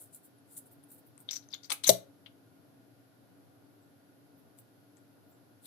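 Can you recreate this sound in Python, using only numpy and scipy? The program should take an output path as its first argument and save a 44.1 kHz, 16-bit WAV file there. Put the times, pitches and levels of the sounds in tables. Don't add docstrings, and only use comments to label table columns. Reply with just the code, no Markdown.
import sys
import numpy as np
from scipy import signal
from scipy.fft import rfft, irfft, next_fast_len
from scipy.io import wavfile
from scipy.ndimage import uniform_filter1d, map_coordinates

SR = 44100
rng = np.random.default_rng(int(sys.argv[2]) if len(sys.argv) > 2 else 0)


def boost(x):
    u = np.asarray(x, float) / 20
    return 10 ** u


def waveform_to_disk(signal):
    frames = np.transpose(np.atleast_2d(signal))
    scaled = np.clip(frames, -1, 1) * 32767
    samples = np.round(scaled).astype(np.int16)
    wavfile.write(sys.argv[1], SR, samples)


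N = 249839


def unit(x):
    return x / np.sqrt(np.mean(x ** 2) + 1e-20)


def along(points, hz):
    point_hz, value = np.transpose(points)
    return np.interp(np.log(hz + 1), np.log(point_hz + 1), value)


def filtered(x, response):
    size = next_fast_len(x.shape[-1] + 4096)
    spectrum = rfft(x, size) * response(np.fft.rfftfreq(size, 1 / SR))
    return irfft(spectrum, size)[..., :x.shape[-1]]


def resonance(hz, centre_hz, width_hz):
    return 1 / (1 + (2 * (hz - centre_hz) / width_hz) ** 2)


def resonant_body(modes, hz):
    return 1 + sum(gain * resonance(hz, mode_hz, width_hz) for mode_hz, width_hz, gain in modes)


def wobble(rate, size):
    knots = rng.standard_normal(int(size * rate / SR) + 4)
    return map_coordinates(knots, [np.arange(size) * rate / SR])


def add(track, s, sound):
    part = track[round(s * SR):][:len(sound)]
    part += sound[:len(part)]


def stereo_noise(gain):
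    # pitch_hz, left_right_likeness [-1..1]
    likeness = [(60, .3), (130, .3), (290, .75), (640, .2), (1400, 0)]

    def mid_side_gain(hz):
        turn = np.arccos(np.clip(along(likeness, hz), -1, 1)) / 2
        return gain(hz) * [np.cos(turn), np.sin(turn)]

    mid, side = filtered(rng.standard_normal((2, N)), mid_side_gain)
    return unit(np.array([mid + side, mid - side]))


def fan_and_room():
    # pitch_hz, level_db_per_hz
    rumble = [(29, -77), (50, -49.5), (69, -36), (83, -10.5), (104, -4.5), (225, -12), (283, -2),
              (308, -10.5), (602, -14.5), (653, -12), (936, -21.5), (1430, -25.5), (2500, -43.5),
              (3250, -64.5), (5500, -120)]
    # pitch_hz, width_hz, level_db
    drones = [(118, 16, -72), (285, 36, -70), (1440, 70, -81)]
    # pitch_hz, level_db, wander_hz
    blade_hz, blade_db, wander_hz = (285, -70.5, 2.4)
    x = boost(-63.5 + .8 * wobble(3, N)) * stereo_noise(lambda hz: boost(along(rumble, hz)))
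    for centre_hz, width_hz, db in drones:
        x = x + boost(db) * stereo_noise(lambda hz: resonance(hz, centre_hz, width_hz))
    blade_phase = 2 * np.pi * np.cumsum(blade_hz + wander_hz * wobble(12, N)) / SR
    x = x + boost(blade_db + 1.5 * wobble(4, N)) * np.sin(blade_phase)
    return x * boost([[.8], [-.8]])


def microphone_hiss():
    # pitch_hz, level_db_per_hz
    hiss = [(900, -30), (1500, -4), (2200, -10), (4600, -10.5), (7600, -18), (9100, -18), (10100, -10),
            (12300, -7.5), (13000, -11.5), (13300, -55), (15500, -60)]
    return boost(-72.5) * stereo_noise(lambda hz: boost(along(hiss, hz)))


def strokes(rows, grain_db, clump_db, skirt_db, body):
    lead = SR // 4
    track = np.zeros(N + SR)
    t = np.arange(SR // 2) / SR - 1 / 4

    def hump(hz, centre_hz, octaves):
        return np.exp(-np.abs(np.log2((hz + 1) / centre_hz) / octaves) ** 1.5)

    for peak_s, db, rise_s, fall_s, centre_hz, octaves in rows:
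        grain = grain_db * rng.exponential(size=len(t))
        clumps = clump_db * wobble(350, len(t))
        slips = rng.standard_normal(len(t)) * boost(grain + clumps)

        def colour(hz):
            skirt = boost(skirt_db) * hump(hz, .4 * centre_hz, 1.3)
            return (hump(hz, centre_hz, octaves) + skirt) * body(hz)

        swell = np.exp(-np.where(t < 0, -t / rise_s, t / fall_s) ** 1.4 * 2)
        add(track, peak_s, boost(db) * swell * unit(filtered(slips, colour)))
    return track[lead:][:N]


def finger_rubs():
    # peak_s, level_db, fall_s, centre_hz
    rubs = [(.012, -48, .06, 10400), (.148, -48.5, .038, 10000), (.25, -53, .028, 11300),
            (.385, -70, .022, 10000), (.53, -55, .07, 10400), (.578, -38.5, .022, 10000),
            (.665, -59, .025, 10400), (.725, -55, .025, 12000), (.838, -61.5, .015, 10700),
            (.92, -52, .05, 11200), (.985, -56.5, .022, 11300), (1.07, -62.5, .033, 12000),
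            (1.205, -55, .03, 11080), (3.83, -73, .022, 7800), (4.385, -68, .025, 13500),
            (4.592, -55.5, .026, 11500), (4.975, -62, .015, 8000), (5.3, -66, .035, 13500),
            (5.33, -72, .035, 7460), (5.66, -49, .045, 10500)]
    # pitch_hz, width_hz, extra_gain
    grip = [(4015, 570, 2.6), (5600, 1500, -.7), (8000, 1200, 0.42), (11970, 1100, -1.04),
            (13500, 1300, .5)]
    firm_db, narrowing_octaves_per_db = -56, .03
    rows = []
    for peak_s, db, fall_s, hz in rubs:
        octaves = max(.1, .53 - narrowing_octaves_per_db * max(0, firm_db - db))
        rows.append((peak_s, db, .75 * fall_s, fall_s, hz, octaves))
    return strokes(rows, grain_db=1.5, clump_db=3.0, skirt_db=-30, body=lambda hz: resonant_body(grip, hz))


def plastic_strokes(rows):
    # pitch_hz, width_hz, extra_gain
    cap = [(2100, 400, .8), (3750, 500, 1.5), (6100, 380, 1.5), (8500, 900, .8)]
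    return strokes(rows, grain_db=1.82, clump_db=2, skirt_db=-16.5, body=lambda hz: resonant_body(cap, hz))


def with_sheen(table, rise_share, octaves, sheen_hz, sheen_octaves):
    rows = []
    for peak_s, db, fall_s, hz, sheen_under_db in table:
        rise_s = rise_share * fall_s
        rows.append((peak_s, db, rise_s, fall_s, hz, octaves))
        rows.append((peak_s, db - sheen_under_db, rise_s, fall_s, sheen_hz, sheen_octaves))
    return rows


def thread_scrapes():
    # peak_s, level_db, fall_s, centre_hz, sheen_under_db
    scrapes = [(1.295, -42, .025, 3800, 40), (1.313, -35, .015, 5800, 14), (1.335, -36, .025, 5600, 14),
               (1.362, -37, .024, 5700, 14), (1.43, -63, .043, 4500, 20), (1.515, -55, .038, 4800, 20),
               (1.541, -36.5, .018, 4000, 19), (1.636, -48.5, .012, 5300, 20), (1.648, -50, .03, 5500, 12),
               (1.86, -36, .035, 3500, 20), (2.265, -54, .022, 3100, 40), (5.66, -54, .05, 3800, 14)]
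    return plastic_strokes(with_sheen(scrapes, rise_share=.4, octaves=.43, sheen_hz=13600, sheen_octaves=.22))


def wand_drags():
    # peak_s, level_db, fall_s, centre_hz, sheen_under_db
    drags = [
        (1.703, -31.5, .022, 5000, 25),
        (1.721, -31, .022, 8500, 6),
        (1.840, -31, .02, 5500, 12),
        (1.894, -10, .011, 6800, 12),
    ]
    # peak_s, level_db, rise_s, fall_s, centre_hz, width_octaves
    rocking = (1.715, -39, .015, .03, 950, 1.1)
    rows = with_sheen(drags, rise_share=.22, octaves=.95, sheen_hz=12800, sheen_octaves=.25)
    return plastic_strokes(rows + [rocking])


def air_leak():
    # centre_hz, width_octaves, level_db
    bands = [
        (140, .4, -39),
        (800, .6, -44),
        (6300, .2, -22),
        (11000, .7, -22),
        (14500, .1, -30),
    ]
    peak_s, rise_s, fall_s = 1.878, .012, .022
    return plastic_strokes([(peak_s, db, rise_s, fall_s, hz, octaves) for hz, octaves, db in bands])


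def contacts(rows):
    ring, knock = np.zeros(N), np.zeros(N)
    t = np.arange(SR // 20) / SR
    for s, db, hz, t60, knock_db in rows:
        chance = rng.standard_normal(len(t))
        ring_swell = (1 - np.exp(-9 * t / t60)) ** 2 * boost(-60 * t / t60)
        blur = .1 * np.cumsum(uniform_filter1d(chance, size=12))
        add(ring, s, boost(db + 16) * ring_swell * np.sin(2 * np.pi * hz * t + blur))
        knock_swell = (1 - np.exp(-t / .0005)) * boost(-60 * t / .013)
        add(knock, s, boost(db + knock_db + 11) * knock_swell * chance)
    cap_band = signal.butter(4, [750, 4500], "bandpass", fs=SR, output="sos")
    return ring + signal.sosfilt(cap_band, knock)


def thread_ticks():
    # start_s, peak_db, ring_hz
    tick_table = [(.0144, -43, 10400), (.1446, -46.5, 10440), (.5726, -38.5, 11200), (.8375, -47, 10020),
                  (.9324, -49.5, 10400), (1.2032, -46, 8630), (1.3145, -35, 5700), (1.3304, -27, 5900),
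                  (1.3404, -44, 6250), (1.3514, -38, 5700), (1.3598, -33, 5800), (1.3664, -29, 5840),
                  (1.4875, -45, 6150), (1.5054, -50, 5800), (1.5274, -40, 4770), (1.5314, -37, 4630),
                  (1.5424, -33.5, 6800), (1.5474, -35, 3440), (1.6322, -45, 4570), (1.6442, -41.5, 4560),
                  (1.6499, -43.5, 4700), (4.3974, -61, 10970)]
    rows = []
    for s, db, hz in tick_table:
        t60 = .007 * (5800 / hz) ** .4
        knock_db = -15 - 5 * np.log2(hz / 5800)
        rows.append((s, db, hz, t60, knock_db))
    return contacts(rows)


def catches():
    # start_s, peak_db, ring_hz, ring_t60_s
    slips = [(1.1785, -37.5, 8500, .0016), (1.289, -23.5, 3750, .007), (1.3098, -21, 5300, .0024),
             (1.3101, -27, 6800, .003), (1.5359, -27, 3610, .011), (1.8435, -19, 4050, .009),
             (1.871, -17.5, 6200, .0055), (1.8743, -13, 6300, .006), (1.879, -15, 6500, .005),
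             (1.895, -14, 4100, .007), (4.5875, -40, 8200, .002), (4.9701, -49, 7000, .0016)]
    return contacts([(*row, -19) for row in slips])


def wand_knocks():
    # start_s, peak_db, ring_hz, tip_db, tip_hz
    knocks = [
        (1.698, -32, 4100, -38, 10500),
        (1.7036, -23.5, 3600, -26, 8600),
        (1.718, -21.5, 3800, -26, 9000),
        (1.7215, -19.5, 2700, -24, 10800),
        (1.7339, -36, 2700, -45, 10800),
        (1.8374, -31, 3200, -30, 8800),
    ]
    stem = [(s, db, hz, .004, -4) for s, db, hz, _, _ in knocks]
    tip = [(s, db, hz, .008, -15) for s, _, _, db, hz in knocks]
    return contacts(stem + tip)


def tube_set_down():
    bounce_s, loss_db = .0032, 4.5
    return contacts([(2.2611 + k * bounce_s, -37 - k * loss_db, 3200, .0035, -11) for k in range(3)])


def wand_snap():
    # ring_hz, peak_db, ring_t60_s
    modes = [
        (4000, -14, .007),
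        (5800, -7.5, .0044),
        (7900, -14.5, .006),
        (11200, -19, .014),
        (12860, -15, .012),
    ]
    return contacts([(1.8912, db, hz, t60, -15) for hz, db, t60 in modes])


def hollow_pop():
    # time_s, pitch_hz, level_db
    cavity = [
        (1.8908, 520, -45.5),
        (1.892, 540, -13),
        (1.8955, 570, -9.5),
        (1.9, 620, -9.5),
        (1.906, 665, -13.5),
        (1.912, 670, -22),
        (1.93, 660, -48.5),
    ]
    # mode_hz, level_db, t60_s
    jolt = [(119, -33, .2), (180, -30, .16), (350, -33, .08), (410, -24, .17), (550, -26, .22),
            (840, -18, .04), (1130, -29, .04), (1500, -28, .03)]
    s, hz, db = np.transpose(cavity)
    track = np.zeros(N)
    t = np.arange(s[0], s[-1], 1 / SR)
    phase = 2 * np.pi * np.cumsum(np.interp(t, s, hz)) / SR
    add(track, s[0], boost(np.interp(t, s, db)) * np.sin(phase))
    after = np.arange(SR // 4) / SR
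    for mode_hz, mode_db, t60 in jolt:
        swell = boost(mode_db - 60 * after / t60) * (1 - np.exp(-after / .001994))
        add(track, s[0], swell * np.sin(2 * np.pi * mode_hz * after))
    return track


def room_tails():
    # pitch_hz, t60_s
    decay = [(200, .3), (600, .24), (2000, .26), (5000, .21), (14000, .18)]
    hz, t, z = signal.stft(rng.standard_normal((2, SR // 2)), SR, nperseg=128)
    fade = boost(-60 * t / along(decay, hz)[:, None])
    tails = signal.istft(z * fade, SR, nperseg=128)[1]
    return tails / np.linalg.norm(tails, axis=1, keepdims=True)


def microphones(x):
    # pitch_hz, level_db
    shadow = [(100, -8), (300, 2), (600, -11), (2500, -6.5), (6400, -17.5), (8200, -18.5), (9800, -3.5),
              (11500, 2), (13000, -1), (15500, 7.5)]
    lag_s, smear_t60, bend_hz, room_db, right_room_db = .00036, .022, 1100, -14, 5

    def bends_round(hz):
        return 1 / (1 + (hz / bend_hz) ** 4)

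    t = np.arange(SR // 10) / SR
    scatter = rng.standard_normal(len(t)) * (1 - np.exp(-t * SR / 32)) * boost(-60 * t / smear_t60)
    scattered = signal.fftconvolve(x, scatter / np.linalg.norm(scatter))[:N]
    right = filtered(x, bends_round) + filtered(scattered, lambda hz: 1 - bends_round(hz))
    right = np.pad(right, (round(lag_s * SR), 0))[:N]
    delayed = np.pad(x, (250, 0))[None]
    room = boost(room_db) * signal.fftconvolve(delayed, room_tails(), axes=1)[:, :N]
    right = filtered(right + boost(right_room_db) * room[1], lambda hz: boost(along(shadow, hz)))
    left = filtered(x + room[0], lambda hz: 1 - .6 * resonance(hz, 11700, 1500))
    return np.array([left, right])


def scene():
    friction = finger_rubs() + thread_scrapes() + wand_drags() + air_leak()
    clicks = thread_ticks() + catches() + wand_knocks() + tube_set_down()
    release = wand_snap() + hollow_pop()
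    return microphones(friction + clicks + release) + fan_and_room() + microphone_hiss()


def band_limit(x):
    return signal.sosfilt(signal.butter(12, 15730, fs=SR, output="sos"), x)


def record(dry):
    bass_cut = signal.butter(10, 94, "highpass", fs=SR, output="sos")
    x = signal.sosfilt(bass_cut, dry)
    x = filtered(x, lambda hz: 1 / (1 + (hz / 15000) ** 24))
    return band_limit(np.clip(x, -1, 1))


dry = scene()
out = record(dry)
waveform_to_disk(out)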